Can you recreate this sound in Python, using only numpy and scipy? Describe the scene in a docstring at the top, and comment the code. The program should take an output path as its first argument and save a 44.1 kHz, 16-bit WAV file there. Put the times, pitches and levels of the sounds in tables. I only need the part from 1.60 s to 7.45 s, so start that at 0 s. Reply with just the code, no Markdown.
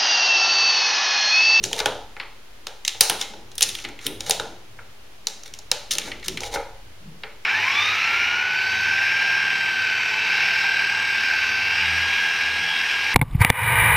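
"""Sharp metallic clicks and slides close by: a hand presses cartridges into a pistol magazine with a plastic
loader on a wooden table. Brass, steel and plastic are struck or rubbed by noise and answer with their resonances;
the table top knocks and is rubbed. Decaying noise echoes form a furnished room, over a low rumble, mains hum
and microphone hiss made of shaped noise and a wavering sine."""
import sys
import numpy as np
from scipy import signal
from scipy.fft import rfft, irfft, next_fast_len
from scipy.io import wavfile
from scipy.ndimage import map_coordinates

SR = 44100
rng = np.random.default_rng(int(sys.argv[2]) if len(sys.argv) > 2 else 0)


def persist_wave(psi):
    """Save psi, clipped to +-1, as 16-bit WAV."""
    counts = np.round(np.clip(psi, -1, 1) * 32767).astype(np.int16)
    wavfile.write(sys.argv[1], SR, np.atleast_2d(counts).T)


N = 257984  # length in samples

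# brass and steel clicking in the loader: start_s, loader_level_db, pitch_hz, table_level_db, metal_level_db
METAL_CLICKS = [(0.0386, -8, 6120, -35.5, -29.5), (0.0573, -25, 6100, -30.5, -42.5),
                (0.1295, -13, 3370, -37, -34), (0.19, -18, 3920, -33.5, -30),
                (0.2577, -7, 2930, -12.5, -25), (1.0682, -18.5, 3960, -30.5, -38),
                (1.2495, -13, 4564, -49, -45.5), (1.2781, -8, 3906, -45, -35),
                (1.408, 4.5, 6350, -20, -0.5), (1.4344, -22, 5475, -31, -27.5),
                (1.497, -5.5, 3170, -18.5, -9.5), (1.6129, -10.5, 4990, -36.5, -42.5),
                (1.9538, -37.5, 6420, -67, -34), (1.98, -15, 6440, -46, -17.5),
                (2.0081, -11.5, 4070, -31.5, -14.5), (2.021, -5.5, 5140, -37.5, -27.5),
                (2.0264, -6.5, 6150, -44, -12), (2.0339, -12.5, 5400, -38, -20),
                (2.089, -18.5, 3910, -48.5, -24.5), (2.151, -21.5, 2880, -51, -34),
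                (2.4652, -13, 3340, -44, -13.5), (2.606, -20.5, 4320, -37, -37),
                (2.6956, -15, 4013, -21.5, -11), (2.7081, -5.5, 4760, -32.5, -25.5),
                (3.6698, -12, 5900, -35.5, -36), (3.834, -32.5, 5650, -60, -44),
                (3.9375, -25.5, 4830, -69, -85), (3.9885, -30.5, 6710, -48, -61),
                (4.115, -8, 4070, -23.5, -33), (4.3089, -11.5, 4190, -57, -27),
                (4.3134, -16.5, 5870, -51, -22), (4.3347, -18.5, 5990, -40, -28),
                (4.352, -20, 3890, -37, -32), (4.3832, -12.5, 3800, -34, -25),
                (4.6817, -13, 4870, -40, -25), (4.805, -22.5, 5970, -35, -38)]
# plastic knocking on plastic and wood: start_s, shell_level_db, loader_level_db, table_level_db
PLASTIC_KNOCKS = [(0.201, -23.5, -20, -22), (0.5652, -32, -42, -39), (0.5984, -20, -32.5, -36),
                  (1.3464, -45, -41, -39.5), (1.735, -47, -35, -34), (1.9157, -51, -39, -47),
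                  (2.1864, -28, -29, -47.5), (2.2405, -31, -31.5, -49), (2.2481, -23, -30.5, -42),
                  (2.2867, -40, -34, -38.5), (2.3894, -32.5, -37, -55), (2.797, -25, -23.5, -24.5),
                  (3.1881, -35.5, -62, -41.5), (4.4148, -28, -28, -56), (4.4749, -34, -35, -35.5),
                  (4.5164, -24, -29, -62), (4.596, -46, -43.5, -60), (4.6275, -30, -39, -58),
                  (4.7723, -24, -24, -57), (4.8165, -51, -37, -30), (4.8332, -26.5, -27, -40),
                  (4.9572, -22, -32, -22.5), (5.6343, -23, -37, -34.5)]
SHELL_DB, SHELL_DB_PER_OCT = -11, -8.5  # shell level against the loader for a click at 4 kHz, and its slope
KNOCK_PITCH_HZ, KNOCK_METAL_DB = 3240, -30  # metal level against the loader
CLICK_T60_S, KNOCK_T60_S = 0.014, 0.028  # rattle after the crack
CLICK_RISE_S, KNOCK_RISE_S = 0.0018, 0.001  # time constants of the onset
BOUNCE_S, BOUNCE_SCATTER_S, BOUNCE_DB = 0.011, 0.002, -16


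def contacts():
    """Restitution: every contact lands a second time, weaker; deeper clicks put more of their blow into the shell.

    Columns: start_s, loader_db, table_db, shell_db, metal_db, rattle_t60_s, pitch_hz, rise_s."""
    rows = []
    for start_s, loader_db, pitch_hz, table_db, metal_db in METAL_CLICKS:
        shell_db = loader_db + SHELL_DB + SHELL_DB_PER_OCT * np.log2(pitch_hz / 4000)
        rows.append((start_s, loader_db, table_db, shell_db, metal_db, CLICK_T60_S, pitch_hz, CLICK_RISE_S))
    for start_s, shell_db, loader_db, table_db in PLASTIC_KNOCKS:
        metal_db = loader_db + KNOCK_METAL_DB
        rows.append((start_s, loader_db, table_db, shell_db, metal_db,
                     KNOCK_T60_S, KNOCK_PITCH_HZ, KNOCK_RISE_S))
    first = np.array(rows)
    bounce = first + BOUNCE_DB * np.array([0, 1, 1, 1, 1, 0, 0, 0])
    bounce[:, 0] += BOUNCE_S + BOUNCE_SCATTER_S * rng.standard_normal(len(rows))
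    return np.vstack([first, bounce])


# resonances of the loader: centre_hz, width_hz, relative_level_db
LOADER_MODES = [(3190, 1120, 7.5), (3710, 650, 13.5), (4530, 2640, 6), (5356, 283, 11.5), (5980, 3050, 9),
                (7930, 1230, -8.5)]
# resonances of the table top: centre_hz, width_hz, relative_level_db
TABLE_MODES = [(330, 154, -3.5), (443, 55, 9.5), (550, 144, 7), (816, 197, 9), (1000, 210, -2),
               (1493, 350, -5.5)]
# resonances of the plastic shell: centre_hz, width_hz, relative_level_db
SHELL_MODES = [(1428, 483, 5.5), (1770, 212, -1.5), (2170, 392, 8.5), (2746, 690, -8.5), (4104, 1600, -7)]
# resonances of the metal parts: centre_hz, width_hz, relative_level_db
METAL_MODES = [(8090, 2300, -1.5), (10500, 1540, -1.5), (10970, 1700, 1), (13600, 670, -5.5),
               (14360, 5300, -11)]
# resonances of the table frame: centre_hz, width_hz, relative_level_db
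FRAME_MODES = [(89.6, 93, 0), (156, 90, 0.0056)]
FRAME_DB = -17  # against the table top


def clicks():
    """Impact excitation: a crack and a short rattle ring the modes of the loader, table, shell, metal and frame.

    Rows: sound at the ports, its left-right part, and the even average over directions that fills the room."""
    size = 4096
    out = np.zeros((3, N + size))
    t = np.arange(size) / SR
    f = np.fft.rfftfreq(size, 1 / SR)
    loader, table, shell, metal, frame = [
        modal(modes, f) for modes in (LOADER_MODES, TABLE_MODES, SHELL_MODES, METAL_MODES, FRAME_MODES)]
    loader_hz, shell_hz = np.array(LOADER_MODES)[:, :1], np.array(SHELL_MODES)[:, :1]
    scatter_db = np.array([3, 3, 1.3])[:, None, None]  # directions differ more than the room average
    for start_s, loader_db, table_db, shell_db, metal_db, t60_s, pitch_hz, rise_s in contacts():
        crack = 2.2 * amp(-60 * t / 0.00341)
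        shape = (amp(-60 * t / t60_s) + crack) * (1 - np.exp(-t / rise_s))
        blow = rfft(rng.standard_normal((2, size)) * shape)
        blow = np.vstack([blow, np.ones(len(f))])[:, None]  # the room row gets a bare impulse
        # modes near the contact's pitch ring most
        struck_loader = loader * amp(-9 * np.log2(loader_hz / pitch_hz) ** 2)
        # a blow that goes into the table favours the low modes of the shell
        lean_db = 1.2 * np.clip(table_db - shell_db + 4.5, -12, 12) * np.log2(1900 / shell_hz)
        # plastic damps the treble skirts of the shell modes
        struck_shell = shell * amp(lean_db) / (1 + 1j * f / 4500) ** 2
        total = 0
        for part, db in ((struck_loader, loader_db), (table, table_db), (struck_shell, shell_db),
                         (metal, metal_db), (frame, table_db + FRAME_DB)):
            ring = blow * part
            # every mode takes its share of the blow, give or take a random few dB
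            ring *= np.linalg.norm(part, axis=1, keepdims=True) / np.linalg.norm(ring, axis=2, keepdims=True)
            ring *= amp(scatter_db * rng.standard_normal((len(part), 1)))
            total = total + amp(db) * ring.sum(axis=1) / np.linalg.norm(part)
        energy_scale = np.sqrt(size / 2 * t60_s * SR / (2 * np.log(1000)))  # longer rattles carry more energy
        out[:, round(start_s * SR):][:, :size] += irfft(total, size) * energy_scale
    return out[:, :N]


# sliding parts: start_s, end_s, scrape_level_db at the end, swell_db on the way,
# shell_level_db and table_level_db against the scrape
SLIDE_STROKES = [(0.034, 0.032, -17, 9, -12, -20.5), (0.116, 0.166, -39.5, 2, -13, 0.5),
                 (0.182, 0.194, -24.5, 5.5, -1, -22), (1.594, 1.62, -31.5, 4, -6.5, -13.5),
                 (2.05, 2.24, -45.5, -5, -9, -25), (2.413, 2.455, -31.5, 18.5, -3.5, -37),
                 (2.601, 2.685, -36, 10, -7.5, -9), (3.863, 3.875, -40, 0, -7.5, -16),
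                 (4.314, 4.365, -37, -15.5, -17, -34), (4.434, 4.5, -41, 1, -1.5, -16),
                 (4.646, 4.665, -35.5, 1.5, -6.5, -30), (4.81, 4.875, -38.5, 4.5, -9, -6),
                 (4.918, 4.95, -29.5, 10.5, -4.5, 0.5)]
SLIDE_RISE_S, SLIDE_FADE_DB_PER_S = 0.0083, 901.5


def slides():
    """Dry friction: noise with uneven fast grip rings the loader, metal, shell and table."""
    grit = rng.standard_normal(N) * amp(4 * wobble(250) + 2.5 * wobble(40))
    scrape = strokes(SLIDE_STROKES, SLIDE_RISE_S, SLIDE_FADE_DB_PER_S)
    shell_gain, table_gain = amp(np.transpose(SLIDE_STROKES)[4:]) @ scrape
    metal = amp(-13.5) * unit(ringing(grit, METAL_MODES))
    bright = unit(unit(ringing(grit, LOADER_MODES)) + metal)
    shell = shell_gain * unit(ringing(grit, SHELL_MODES))
    table = table_gain * unit(ringing(grit, TABLE_MODES))
    return scrape.sum(axis=0) * bright + shell + table


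# magazine base and hand pushing on the table top: start_s, hold_s, level_db
PUSHES = [(0, 0.077, -43.5), (.26, 0.036, -42), (1.505, 0.0067, -39), (1.7, 0.13, -54.5),
          (2.02, 0.085, -50.5), (2.25, 0.014, -44.5), (2.465, 0.023, -36.5), (2.78, 0.105, -47),
          (4.3, .25, -48.5), (4.685, 0.0058, -37), (4.93, .03, -50)]
# table resonances under the pushes: centre_hz, width_hz, relative_level_db
PUSH_MODES = [(212.7, 190, -6), (284, 22, -2), (334, 98, -4.5)]
PUSH_RISE_S, PUSH_FADE_DB_PER_S = 0.015, 138
# forearm dragging over the table top: start_s, hold_s, level_db
FOREARM_DRAGS = [(2.71, 0.06, -45), (4.694, 0.019, -39.5), (5.445, 0.088, -44)]
# table resonances under the forearm: centre_hz, width_hz, relative_level_db
DRAG_MODES = [(172.4, 41, -8), (430.4, 38, -31)]
DRAG_RISE_S, DRAG_FADE_DB_PER_S = 0.046, 192


def rubs():
    """Forced vibration: soft uneven pushes keep the low modes of the table moving."""
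    force = rng.standard_normal((2, N)) * amp(1.5 * wobble(30))
    push = held(PUSHES, PUSH_RISE_S, PUSH_FADE_DB_PER_S)
    drag = held(FOREARM_DRAGS, DRAG_RISE_S, DRAG_FADE_DB_PER_S)
    return push * unit(ringing(force[0], PUSH_MODES)) + drag * unit(ringing(force[1], DRAG_MODES))


# reverberation time: frequency_hz, t60_s
ROOM_T60 = [(100, 0.16), (260, 0.17), (700, 0.55), (1840, 0.41), (4850, 0.54), (12800, 0.37)]
# strength of the room answer: frequency_hz, level_db
ROOM_LEVEL = [(100, -9.5), (500, 5.5), (2000, -2.5), (6000, -9.5), (9000, -9), (15000, -9.5)]
# what differs between the two microphone ports: frequency_hz, level_db
PORT_DIFFERENCE = [(100, -17), (500, -32.5), (2000, -33.5), (4000, -18), (8000, -11), (14000, -7)]


def room(x):
    """Reverberation: each frequency dies at its own speed; every 0.1 s of sound meets a new set of echoes."""
    out, step = np.zeros((2, N + 2 * SR)), SR // 10
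    for begin in range(0, N, step):
        noise = rng.standard_normal((2, SR // 2))
        hz, t, bands = signal.stft(noise, SR, nperseg=256)
        # close ports hear nearly alike echoes
        apart = amp(along(PORT_DIFFERENCE, hz) + 6)[:, None] * bands[1]
        echoes = bands[0] + apart * np.array([1, -1])[:, None, None]
        decay = amp(-60 * t / along(ROOM_T60, hz)[:, None])
        decay /= np.linalg.norm(decay, axis=1, keepdims=True)
        decay *= amp(along(ROOM_LEVEL, hz))[:, None]
        tail = signal.istft(echoes * decay, SR, nperseg=256)[1] / np.sqrt(128)
        wet = signal.fftconvolve(x[None, begin:begin + step], tail, axes=1)
        out[:, begin + 200:][:, :wet.shape[1]] += wet  # echoes start 200 samples late
    return out[:, :N]


# slow course of the low sounds: time_s, rumble_level_db, hum_level_db
LOW_LEVELS = [(0.0, -50, -47), (0.37, -49.5, -53), (0.72, -57.5, -64.5), (2.64, -54, -50.5),
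              (3.89, -61, -61.5), (4.9, -45, -52), (5.85, -60, -61)]
# room tone and hiss spectrum: frequency_hz, relative_level_db per Hz
AIR_SPECTRUM = [(82, -29.5), (140, -13), (221, -3), (239, -5), (328, -4), (451, -4.5), (657, -7),
                (868, -6.5), (958, -8), (1220, -8), (1290, -8), (2970, -8.5), (16000, -25.5)]
AIR_DB = -50


def background():
    """Stationary noise: hiss and room tone, a wandering rumble near 40 Hz and a wavering hum."""
    t = np.arange(N) / SR
    time_s, *level_columns = np.transpose(LOW_LEVELS)
    rumble_gain, hum_gain = amp([np.interp(t, time_s, db) for db in level_columns])
    air = pair(lambda hz: amp(along(AIR_SPECTRUM, hz)))
    rumble = pair(lambda hz: 1 / (1 + ((hz - 40) / 14) ** 2))
    tone = 1.02 * np.sin(2 * np.pi * 118 * t + 0.69 * wobble(29))
    hum = tone + pair(lambda hz: 1 / (1 + ((hz - 98) / 22) ** 2))
    hum = unit(hum * amp(1.84 * wobble(5.6)))
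    return amp(AIR_DB) * air + rumble_gain * rumble + hum_gain * hum


# left-right likeness of the background: frequency_hz, correlation (1 = identical)
LIKENESS = [(40, 1), (130, 0.81), (290, 0.68), (1400, 0.093), (6800, 0.067), (15000, .05)]


def pair(spectrum):
    """Diffuse-field coherence: stereo noise of rms 1, less alike in the treble."""
    def mid_side(hz):
        angle = np.arccos(np.clip(along(LIKENESS, hz), -1, 1)) / 2
        return spectrum(hz) * [np.cos(angle), np.sin(angle)]
    mid, side = filtered(rng.standard_normal((2, N)), mid_side)
    return unit(np.array([mid + side, mid - side]))


def modal(modes, f):
    """Modal superposition: one steep-skirted resonance a row; alternating signs fill the gaps between neighbours."""
    centre, width, db = np.transpose(modes)[:, :, None]
    sign = (-1) ** np.arange(len(modes))[:, None]
    bandpass = 1j * f * width / (centre * centre - f * f + 1j * f * width)
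    return sign * amp(db) * bandpass ** 2


def ringing(x, modes):
    """Linear response: x through the sum of a set of resonances."""
    return filtered(x, lambda f: modal(modes, f).sum(axis=0))


def strokes(rows, rise_s, fade_db_per_s):
    """Amplitude envelope: one gain per row (start_s, end_s, end_db, swell_db) with rise, straight swell and fade."""
    t = np.arange(N) / SR
    start, end, end_db, swell_db = np.transpose(rows)[:4, :, None]
    progress = np.clip((t - start) / np.maximum(end - start, 0.002), 0, 1)
    level_db = end_db - swell_db * (1 - progress)
    rise = np.clip((t - start) / rise_s + 1, 0, 1)  # complete at the start time
    return rise * amp(level_db - fade_db_per_s * np.maximum(t - end, 0))


def held(rows, rise_s, fade_db_per_s):
    """Steady envelope: the summed gain of rows (start_s, hold_s, level_db) without swell."""
    flat = [(start_s, start_s + hold_s, db, 0) for start_s, hold_s, db in rows]
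    return strokes(flat, rise_s, fade_db_per_s).sum(axis=0)


def wobble(rate_hz):
    """Band-limited fluctuation: a smooth random curve with rate_hz knots a second."""
    knots = rng.standard_normal(int(N * rate_hz / SR) + 4)
    return map_coordinates(knots, [np.arange(N) * rate_hz / SR])


def filtered(x, response):
    """Convolution theorem: the spectrum of x times a complex response of frequency."""
    n = x.shape[-1]
    m = next_fast_len(n + 8192)
    return irfft(rfft(x, m) * response(np.fft.rfftfreq(m, 1 / SR)), m)[..., :n]


def along(points, hz):
    """Logarithmic frequency scale: (frequency_hz, value) points joined on a log axis."""
    f, value = np.transpose(points)
    return np.interp(np.log(hz + 1), np.log(f + 1), value)


def amp(db):
    """Decibel definition: level to amplitude gain."""
    return 10 ** (np.asarray(db) / 20)


def unit(x):
    """Mean-square normalisation: x scaled to rms 1."""
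    return x / np.sqrt(np.mean(x ** 2) + 1e-20)


def scene():
    """Superposition: direct sound, slightly different at the two ports, plus its room answer and the background."""
    near, other, spread = clicks()
    steady = slides() + rubs()
    # a delayed copy of the friction stands in for its left-right part
    side = filtered(other + np.roll(steady, 300), lambda hz: amp(along(PORT_DIFFERENCE, hz)))
    direct = np.array([near + steady + side, near + steady - side])
    balance = amp([[0.15], [-0.15]])
    return direct * balance + room(spread + steady) + background()


SKEW = 0.3  # overload pulls the signal to one side
TOP_HZ = 16000


def record(dry):
    """Nonlinear transduction: housing dip near 8 kHz, small offset, lopsided soft clipping and band limit."""
    x = filtered(dry, lambda f: 1 - 0.7 * 1j * f * 600 / (7900 ** 2 - f * f + 1j * f * 600))
    x = x - 0.0084
    x = x - SKEW * np.maximum(np.abs(x) - 1, 0)
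    x = x / (1 + np.abs(x / 0.95) ** 8) ** (1 / 8)
    return filtered(x, lambda hz: hz < TOP_HZ)


dry = scene()
out = record(dry)
persist_wave(out)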